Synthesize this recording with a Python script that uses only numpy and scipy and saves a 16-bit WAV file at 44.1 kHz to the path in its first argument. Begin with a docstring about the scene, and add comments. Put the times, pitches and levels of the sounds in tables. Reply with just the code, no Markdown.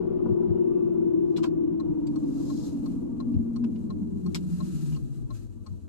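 """Inside a car that slows down and turns off the road. From the start the tyre treads drone over road
rumble, falling in pitch with wheel speed. Plastic trim knocks and road seams thud, here and again later.
A faint whistle glides down, and something slides softly on and off, like hands on the steering wheel.
At 1.4 s the indicator stalk clicks on; from 1.8 s the flasher relay ticks. From 3.2 s the turn loads the
tyres and makes them beat more strongly; drone and rumble then die away as the car slows to a crawl."""
import sys
import numpy as np
from scipy import signal
from scipy.fft import rfft, irfft
from scipy.io import wavfile
from scipy.ndimage import uniform_filter1d

SR = 44100
rng = np.random.default_rng(int(sys.argv[2]) if len(sys.argv) > 2 else 0)


def to_wav(sig):
    """Store sig (one row per channel, or 1-D mono) as 16-bit WAV at the path in sys.argv[1].

    Samples outside -1..1 are clipped; the rate is SR.
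    """
    pcm = np.clip(np.atleast_2d(sig), -1, 1) * 32767
    pcm = np.round(pcm).astype(np.int16)
    wavfile.write(sys.argv[1], SR, pcm.T)  # frames by channels


N = 259308
TIME = np.arange(N) / SR
BINS_HZ = np.maximum(np.fft.rfftfreq(N, 1 / SR), 1)
CRUISE_TURNS_PER_S = 6.5


def from_db(db):
    """Decibels to gain."""
    return 10 ** (np.asarray(db) / 20)


def unit_rms(x):
    """Scale to rms 1."""
    return x / np.sqrt(np.mean(x ** 2) + 1e-20)


def at_hz(points, hz):
    """Interpolate a spectrum on a log-frequency axis."""
    freq_hz, value = np.transpose(points)
    return np.interp(np.log(hz), np.log(freq_hz), value)


def add(out, start_s, sound):
    """Mix a sound in at start_s."""
    start = int(start_s * SR)
    out[:, start:start + sound.shape[-1]] += sound[:, :N - start]


def drift(rate_hz, hop=60):
    """Low-passed random wander, rms 1."""
    white = rng.standard_normal(N // hop + 2)
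    hz = np.fft.rfftfreq(len(white), hop / SR)
    slow = unit_rms(irfft(rfft(white) / (1 + (hz / rate_hz) ** 4), len(white)))
    return np.interp(np.arange(N) / hop, np.arange(len(slow)), slow)


def resonance(hz, half_width_hz):
    """Randomly shaken resonance: narrow noise around a steady or moving pitch, rms 1."""
    angle = 2 * np.pi * np.cumsum(hz * np.ones(N)) / SR
    return drift(half_width_hz) * np.sin(angle) + drift(half_width_hz) * np.cos(angle)


# Left-right likeness in the cabin: freq_hz, correlation
STEREO_LIKENESS = [(30, 0.68), (100, 0.96), (200, 0.8), (380, 0.91), (520, 0.014), (1100, 0.03),
                   (4000, 0.1), (12000, 0.36)]


def noise(colour_db, size=N):
    """Partly correlated stereo noise, colour given at BINS_HZ, rms 1."""
    hz = np.maximum(np.fft.rfftfreq(size, 1 / SR), 1)
    alike = np.clip(at_hz(STEREO_LIKENESS, hz), 0, 1)
    mid, side = rfft(rng.standard_normal((2, size)))
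    stereo = np.sqrt(1 + alike) * mid + np.sqrt(1 - alike) * side * [[1], [-1]]
    return unit_rms(irfft(stereo * from_db(np.interp(hz, BINS_HZ, colour_db)), size))


# Wheel speed: time_s, turns_per_s
WHEEL_SPEED = [(0.0, 6.84), (0.9, 6.4), (1.47, 6.015), (2.2, 5.36), (3.5, 4.305), (4.04, 3.614),
               (4.78, 2.866), (5.51, 1.781), (5.88, 1.554)]


def wheel_speed():
    """Turns per second at every sample: the driver brakes ever harder, then eases off."""
    return np.interp(TIME, *np.transpose(WHEEL_SPEED))


def crawl_db(speed, knee_turns_per_s, db_per_halving=17.5):
    """No loss at speed, a steady loss per halving below the knee."""
    exponent = db_per_halving / (10 * np.log10(2))
    return -10 * np.log10(1 + (knee_turns_per_s / speed) ** exponent)


def swells_db(swells):
    """Bell-shaped rises and dips in level."""
    return sum(db * np.exp(-((TIME - centre_s) / half_s) ** 2) for centre_s, half_s, db in swells)


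# Cabin air modes and nulls: centre_hz, width_hz, gain_db
CABIN_MODES = [(100.3, 107.6, 13.5), (98, 39, -0.5), (145.9, 20, 8.5), (178.9, 8.3, 14), (186.5, 16, -8),
               (234.9, 12.4, 11.5), (264.3, 12, -12.5), (281.6, 10, 7), (342.6, 95, 10)]


def boom_db(hz):
    """Lift in the cabin's air modes, loss in the nulls between them."""
    return sum(db / (1 + (2 * (hz - centre) / width) ** 2) for centre, width, db in CABIN_MODES)


# Tread lines: wheel_order, level_db
TREAD_ORDERS = [(26, -18), (27, -22), (28, -18), (29, -18), (47, -16), (49, -13), (51, -15), (52, -10),
                (53, 0), (54, -6), (55, -9), (56, -10), (57, -1), (58, -5), (59, -13), (60, -6), (61, -14),
                (63, -12), (64, -11), (65, -15), (67, -21)]
# Tyre-to-cabin path through the body: freq_hz, gain_db
BODY_PATH = [(60, 7.5), (105, -1.5), (150, 0.5), (370, 0.5), (395, 0.5), (425, -11), (600, -28), (900, -32)]


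def tyre(speed, jostle_rad, octave_db=-14.5):
    """Uneven tread blocks sound at multiples of the wheel's rotation; the road jostles their phases."""
    wheel_angle = 2 * np.pi * np.cumsum(speed) / SR
    hz = np.arange(1, 1000)
    path_gain = from_db(at_hz(BODY_PATH, hz) + boom_db(hz))
    out = 0
    for order, db in TREAD_ORDERS:
        phase = order * wheel_angle + rng.uniform(0, 2 * np.pi) + jostle_rad * drift(4.77)
        line = np.interp(order * speed, hz, path_gain) * np.sin(phase)
        octave = np.interp(2 * order * speed, hz, path_gain) * np.sin(2 * phase)
        out += from_db(db) * (line + from_db(octave_db) * octave)
    return out


def drone_gain(speed, base_db=-37.5, db_per_halving=13):
    """The drone weakens as the wheels slow and swells where a strong order meets a cabin mode."""
    grid = np.linspace(speed.min(), speed.max(), 1000)
    power = sum(from_db(db + at_hz(BODY_PATH, order * grid) + boom_db(order * grid)) ** 2
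                for order, db in TREAD_ORDERS)
    level_db = base_db + db_per_halving * np.log2(grid / CRUISE_TURNS_PER_S)
    level_db += crawl_db(grid, knee_turns_per_s=1.73)
    return np.interp(speed, grid, from_db(level_db) * np.sqrt(power))


# Brief swells and dips in the drone's loudness: centre_s, half_length_s, gain_db
DRONE_SWELLS = [(0.0, 0.23, -4), (2.42, 0.24, -3), (3.66, 0.08, 2), (3.81, 0.06, -8), (4.33, 0.15, -3),
                (5.05, 0.092, -2.5), (5.3, 0.14, 3)]


def tread_drone(turn_s=3.2, turn_in_s=1.036, turn_load_db=7, scrub_s=1.6, scrub_in_s=1.6):
    """Two tyres beat together; braking scrubs the treads, steering loads them and splits their speeds."""
    speed = wheel_speed()
    steering = np.clip((TIME - turn_s) / turn_in_s, 0, 1)
    slip = 0.0023 * drift(2.54)
    far_speed = speed * (1 + slip + 0.026 * steering)
    far_gain = from_db(-13 + 8 * steering)
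    jostle_rad = 0.42 + 0.6 * np.clip((TIME - scrub_s) / scrub_in_s, 0, 1)
    pair = tyre(speed, jostle_rad) + far_gain * tyre(far_speed, jostle_rad)
    # Even load all round the tyre: keep only the fast beats.
    slow_power = uniform_filter1d(uniform_filter1d(pair ** 2, size=2400), size=4600)
    swell_db = swells_db(DRONE_SWELLS) + 0.76 * drift(5.6)
    gain = drone_gain(speed) * from_db(turn_load_db * steering + swell_db)
    return gain * pair / np.sqrt(slow_power + 1e-12)


# Body rumble, tyre roar and rushing air: freq_hz, density_db
RUMBLE_SPECTRUM = [(15, -32.5), (35, -5.5), (60, -11.5), (80, -4), (105, -2), (150, 1), (195, 7),
                   (255, 2.5), (310, 4.5), (375, -1), (420, -12), (520, -65.5)]
ROAR_SPECTRUM = [(280, -28), (420, 5), (500, 5.5), (570, -4), (630, -2), (750, -8.5), (890, -7.5),
                 (1180, -15), (1290, -20), (1500, -24), (1800, -37.5), (3000, -52)]
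AIR_SPECTRUM = [(900, 1), (1600, 1.5), (2200, -1.5), (2750, 0), (3400, -6.5), (5500, -17.5), (12000, -48.5),
                (14000, -69.5)]
# Worn asphalt: centre_s, half_length_s, gain_db
WORN_PATCHES = [(0.243, 0.23, 4), (2.849, 0.88, 2.5), (3.995, 0.26, 2)]
# Dashboard panels: pitch_hz, half_width_hz, level_re_roar_db
DASH_PANELS = [(629, 16, -13), (836, 40, -15.5), (939, 34, -18), (1094, 29, -21.5), (1160, 24, -22),
               (1364, 19, -28)]


def road(air_re_roar_db=-21, roar_flutter_db=1.3, panel_flutter_db=3):
    """Coarse asphalt shakes the body; the tyres roar unevenly and ring the dashboard; the air hisses."""
    speed = wheel_speed()
    worn_db = swells_db(WORN_PATCHES)
    rumble_db = -35 + worn_db + crawl_db(speed, knee_turns_per_s=2.74)
    rumble = from_db(rumble_db) * noise(at_hz(RUMBLE_SPECTRUM, BINS_HZ) + 0.7 * boom_db(BINS_HZ))
    roar_db = -49 + 3.5 * (speed - CRUISE_TURNS_PER_S)
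    uneven_db = 0.66 * worn_db + roar_flutter_db * drift(18)
    roar = from_db(roar_db + uneven_db) * noise(at_hz(ROAR_SPECTRUM, BINS_HZ))
    air = from_db(roar_db + air_re_roar_db) * noise(at_hz(AIR_SPECTRUM, BINS_HZ))
    panels = sum(from_db(roar_db + db + panel_flutter_db * drift(4.1)) * resonance(hz, half_width_hz)
                 for hz, half_width_hz, db in DASH_PANELS)
    return rumble + roar + panels + air


def snap(t, blow_db, tilt_db_per_octave, hard_blow_db=-29, decay_s=0.00056):
    """Short crack of noise; louder knocks are brighter."""
    relative_db = blow_db - hard_blow_db
    top_hz = np.clip(15000 * 2 ** (relative_db / 10), 8000, 15000)
    gain = 2 * from_db(9 + 2 * min(tilt_db_per_octave, 0) + 0.5 * relative_db)
    crack = gain * np.exp(-t / decay_s) * rng.standard_normal((2, len(t)))
    band = signal.lfilter(*signal.butter(1, [2500, 7000], "band", fs=SR), crack)
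    return signal.sosfilt(signal.butter(6, top_hz, fs=SR, output="sos"), band)


def blow_colour_db(hz, body_db, tilt_db_per_octave):
    """Spectrum of a blow: a shelf below 1.7 kHz plus a tilt about 3 kHz."""
    return body_db / (1 + (hz / 1700) ** 6) + tilt_db_per_octave * np.log2(np.maximum(hz, 700) / 3000)


# Trim modes: pitch_hz, level_db
TRIM_MODES = [(985, 6), (1373, -6.5), (1620, -7.5), (2117, -12), (2272, -7.5), (2463, -7.5), (2875, 2),
              (3200, -3.5), (3770, 0.5), (4230, 0), (4960, -7.5), (5225, 2.5), (6821, -7.5), (7480, -9.5),
              (8000, -5.5)]
# Noisy tail of a plastic click: freq_hz, density_db
PLASTIC_SPECTRUM = [(250, -25), (450, 2.5), (780, -1.5), (1080, 4.5), (1500, 2), (1750, -5.5), (2300, 1),
                    (3100, -1.5), (3900, 0), (5200, -3.5), (6000, -5.5), (7600, -5), (9500, -20.5),
                    (11800, -12), (12500, -17), (13200, -40.5)]
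# Blows on stalk and trim:
# start_s, level_db, body_db, tilt_db_per_octave, t60_s, ring1_hz, ring2_hz, ring_db
PLASTIC_KNOCKS = [(0.189, -57, 26, -19.5, 0.15, 1220, 1030, 4),
                  (0.257, -40.5, 36, -17.5, 0.093, 956, 1470, -10),
                  (.428, -51.5, 32, -11, 0.33, 960, 1345, -2), (.935, -79, -14, 7, 0.079, 8000, 12000, 9.5),
                  (1.3634, -47.5, -15, -5.5, 0.07, 3380, 3950, 6),
                  (1.37, -45, -26, 0.5, 0.065, 4230, 3630, 1.5),
                  (1.378, -44.5, 15, 1.5, 0.11, 4100, 3040, -15),
                  (1.387, -48, 21, -15, 0.044, 950, 1360, -12),
                  (1.425, -50.5, 4, -1, 0.062, 1280, 2580, -5.5),
                  (1.433, -38.5, 9, -0.5, 0.077, 3156, 4230, -7.5),
                  (1.439, -37.5, 13, 1, 0.07, 3250, 2600, -5),
                  (1.442, -38, 12, -10.5, 0.094, 870, 1600, -3),
                  (1.456, -47.5, 19, 2.5, 0.11, 456, 4470, 0),
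                  (2.068, -55.5, -8, 1, 0.067, 4630, 7580, 6.5),
                  (3.338, -64.5, -7, -4, 0.094, 2700, 4400, -1),
                  (3.6397, -46, 2, -3.5, 0.058, 2605, 1580, -3),
                  (3.756, -60, -18, -8.5, 0.063, 2900, 4710, -7),
                  (4.346, -33, -9, 0.5, 0.042, 2270, 5150, 3),
                  (4.352, -34.5, -1, 2, 0.077, 1550, 1070, -10), (4.922, -57, 11, 3.5, 0.12, 2940, 2400, 0),
                  (4.946, -60.5, -4, 0, 0.1, 2810, 2910, 8)]


def knocks(trim_db=-3, ring_extra_loss_db_per_s=450, rise_s=0.0006):
    """Struck plastic snaps; the piece rings out quickly, the trim and cabin reflections a little later."""
    out, t = np.zeros((2, N)), TIME[:SR // 5]
    plastic_db = at_hz(PLASTIC_SPECTRUM, BINS_HZ)

    def tone(hz):
        return np.sin(2 * np.pi * hz * t + rng.uniform(0, 2 * np.pi) + rng.normal(0, 1, (2, 1)))

    for start_s, db, body_db, tilt, t60_s, ring1_hz, ring2_hz, ring_db in PLASTIC_KNOCKS:
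        trim = sum(from_db(mode_db + blow_colour_db(hz, body_db, tilt)) * tone(hz)
                   for hz, mode_db in TRIM_MODES)
        scatter = noise(plastic_db + blow_colour_db(BINS_HZ, body_db, tilt), size=len(t))
        piece = from_db(ring_db - ring_extra_loss_db_per_s * t) * (tone(ring1_hz) + tone(ring2_hz))
        clack = (1 - np.exp(-t / rise_s)) * (from_db(trim_db) * unit_rms(trim) + piece + scatter)
        add(out, start_s, from_db(db - 60 * t / t60_s) * (snap(t, db, tilt) + clack))
    return out


# Road seams: time_s, level_db, pitch_hz
ROAD_SEAMS = [(0.276, -27, 185.4), (.32, -24, 107), (0.514, -23, 103.9), (3.377, -19.5, 89),
              (5.74, -32, 99.7)]
# Partials of one thud: pitch_ratio, level_db, lead_s, half_length_s
THUD_PARTIALS = [(0.569, -21.5, 0.0068, 0.017), (0.999, -0.5, 0, 0.025), (1.258, -4.5, 0.0084, 0.041),
                 (1.682, -3, 0.011, 0.014), (2.084, -16, 0.002, 0.11)]


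def bumps():
    """The suspension softens each seam to a few swelling cycles."""
    out = np.zeros(N)
    for time_s, db, hz in ROAD_SEAMS:
        t = TIME - time_s
        for ratio, partial_db, lead_s, half_length_s in THUD_PARTIALS:
            swell = from_db(db + partial_db) * np.exp(-((t + lead_s) / half_length_s) ** 2)
            out += swell * np.sin(2 * np.pi * ratio * hz * t + rng.uniform(0, 2 * np.pi))
    return out


def whistle(peak_s=0.7, half_length_s=0.23, level_db=-77.5, pitch_hz=2730, sag_hz_per_s=780):
    """A narrow band of airy hiss swells, glides down and fades."""
    t = TIME - peak_s
    swell = from_db(level_db) * np.exp(-(t / half_length_s) ** 2)
    return swell * resonance(pitch_hz - sag_hz_per_s * t, half_width_hz=110)


def early_echoes(x, gain=0.24, count=6):
    """Windscreen, roof and dashboard echoes comb the sound, differently in each channel."""
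    out = x.copy()
    for channel in 0, 1:
        for lag in (rng.uniform(0.0008, 0.009, count) * SR).astype(int):
            out[channel, lag:] += gain * rng.choice([-1, 1]) * x[channel, :-lag]
    return out / np.sqrt(1 + count * gain ** 2)


# Light and coarse friction: freq_hz, density_db
LIGHT_RUB_SPECTRUM = [(600, -18), (1300, 0), (2000, -10.5), (2800, -5.5), (3400, -10), (4100, -4.5),
                      (5200, -12), (6600, -3.5), (7400, -5.5), (8300, -5), (9300, -10.5), (10500, -10),
                      (11600, -4.5), (12200, -11.5), (12900, -45), (14000, -71)]
COARSE_RUB_SPECTRUM = [(800, 2.5), (2100, -36), (3200, -9.5), (3900, -1.5), (4400, 0.5), (4850, -0.5),
                       (5400, 1.5), (5750, -4), (6600, 1), (8100, -7), (9300, -18), (11500, -8),
                       (12400, -13.5), (13000, -49.5), (14000, -70.5)]
# Hands resting or sliding on the wheel: peak_s, level_db, attack_s, hold_s, coarse_share
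HAND_STROKES = [(0.75, -83.5, 0.36, 2.2, 0), (1.305, -76.5, 0.067, 0.16, 1),
                (2.371, -73.5, 0.18, 3.47, 0.1), (2.512, -53.5, 0.2, 0.14, 0.89),
                (2.62, -56.5, .04, .025, 1), (2.85, -64, 0.12, 0.072, 0.2), (3.78, -69, .07, 0.019, 0.08),
                (4.586, -56.5, 0.2, 0.34, 0.28), (5.141, -65, 0.13, 0.016, 0.1),
                (5.349, -60.5, 0.042, 0.028, 0.3), (5.7, -73, 0.042, 0.023, 0.4)]


def sliding(release_s=0.075, grip_flicker_db=1.14):
    """Friction hiss: strokes swell, hold and let go, coarser under pressure, flickering with the grip."""
    light_power, coarse_power = np.zeros((2, N))
    for peak_s, db, attack_s, hold_s, coarse_share in HAND_STROKES:
        t = TIME - peak_s
        pressure = np.exp(np.minimum(t, 0) / attack_s - np.maximum(t - hold_s, 0) / release_s)
        power = (from_db(db) * pressure) ** 2
        roughness = np.clip(coarse_share, 0, 1) * np.sqrt(pressure)
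        light_power += power * (1 - roughness)
        coarse_power += power * roughness
    light = np.sqrt(light_power) * noise(at_hz(LIGHT_RUB_SPECTRUM, BINS_HZ))
    coarse = np.sqrt(coarse_power) * noise(at_hz(COARSE_RUB_SPECTRUM, BINS_HZ))
    return early_echoes(from_db(grip_flicker_db * drift(32)) * (light + coarse))


# Relay housing modes: pitch_hz, closing_db, opening_db, t60_s
RELAY_MODES = [(597, -4.5, -19, 0.092), (685, -10.5, -23, 0.04), (838, -16, -14, 0.053),
               (1069, 2, -5.5, 0.036), (1240, -19.5, -12.5, 0.05), (1352, -8, -12.5, 0.094),
               (1800, -16.5, -27, 0.036), (3995, -16, -29, 0.051), (4080, -3.5, -18, 0.023),
               (4310, -15.5, -6.5, 0.04), (4830, -20.5, -14.5, 0.056), (5500, -28.5, -19, 0.032),
               (5720, -32, -17, 0.025), (6080, -22, -20, 0.06), (8060, -29.5, -16, 0.024)]


def relay_click(t, phases, closing, swell_cycles=3.15, hold_cycles=10, right_lag_s=0.0004):
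    """The relay rings its housing: each tick swells briefly and rings out with a faint noisy tail."""
    def envelope(rise_s, hold_s, t60_s):
        return np.exp(np.minimum(t, 0) / rise_s) * from_db(-60 * np.maximum(t - hold_s, 0) / t60_s)

    arrival_s = t - np.array([[0], [right_lag_s]])
    ring = 0
    for (hz, closing_db, opening_db, t60_s), phase in zip(RELAY_MODES, phases):
        gain = from_db(closing_db if closing else opening_db)
        tone = np.sin(2 * np.pi * hz * arrival_s + phase[:, None])
        ring += gain * envelope(swell_cycles / hz, hold_cycles / hz, t60_s) * tone
    tail = from_db(-15) * noise(at_hz(PLASTIC_SPECTRUM, BINS_HZ), size=len(t))
    return ring + envelope(rise_s=0.0029, hold_s=0, t60_s=0.08) * tail


def flasher(on_s=1.8003, period_s=0.7012, lit_s=0.3585, level_db=-46, spread_db=1, lead_s=0.02):
    """The relay, off to the left, closes once a blink and opens about halfway through: tick, tock."""
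    out, t = np.zeros((2, N)), TIME[:SR // 5] - lead_s
    mode_count = len(RELAY_MODES)
    phases = rng.uniform(0, 2 * np.pi, (mode_count, 1)) + rng.normal(0, 0.73, (mode_count, 2))
    for blink_s in np.arange(on_s, N / SR - lit_s, period_s):
        for click_s, closing in (blink_s, True), (blink_s + lit_s, False):
            click = relay_click(t, phases, closing)
            add(out, click_s - lead_s, from_db(level_db + spread_db * rng.normal()) * click)
    return out * from_db([[1], [-1]])


# Cabin balance: freq_hz, left_minus_right_db
STEREO_BALANCE = [(35, 2.5), (65, -1.5), (100, 8.5), (135, 4), (190, -0.5), (232, 3), (285, -2), (315, 3),
                  (345, 5.5), (385, 6), (520, 3), (1100, 4.5), (2200, 0), (4200, 2), (10000, 2)]


def scene():
    """All cabin sources, leaning mostly left by an amount that varies with frequency."""
    cabin = tread_drone() + bumps() + road() + whistle() + sliding() + flasher() + knocks()
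    lean = from_db(at_hz(STEREO_BALANCE, BINS_HZ) * np.array([[0.5], [-0.5]]))
    lean /= np.sqrt(np.mean(lean ** 2, axis=0))
    return irfft(rfft(cabin) * lean, N)


def record(dry):
    """Brief fade-in, right channel delayed, top cut."""
    fade_s, right_lag_s, cutoff_hz = 0.006, 0.00415, 15800
    left, right = dry * np.sin(np.pi / 2 * np.minimum(TIME / fade_s, 1)) ** 2
    late_right = np.pad(right, (round(right_lag_s * SR), 0))[:N]
    lowpass = signal.ellip(8, 0.5, 60, cutoff_hz, fs=SR, output="sos")
    return signal.sosfilt(lowpass, np.stack([left, late_right]))


dry = scene()
out = record(dry)
to_wav(out)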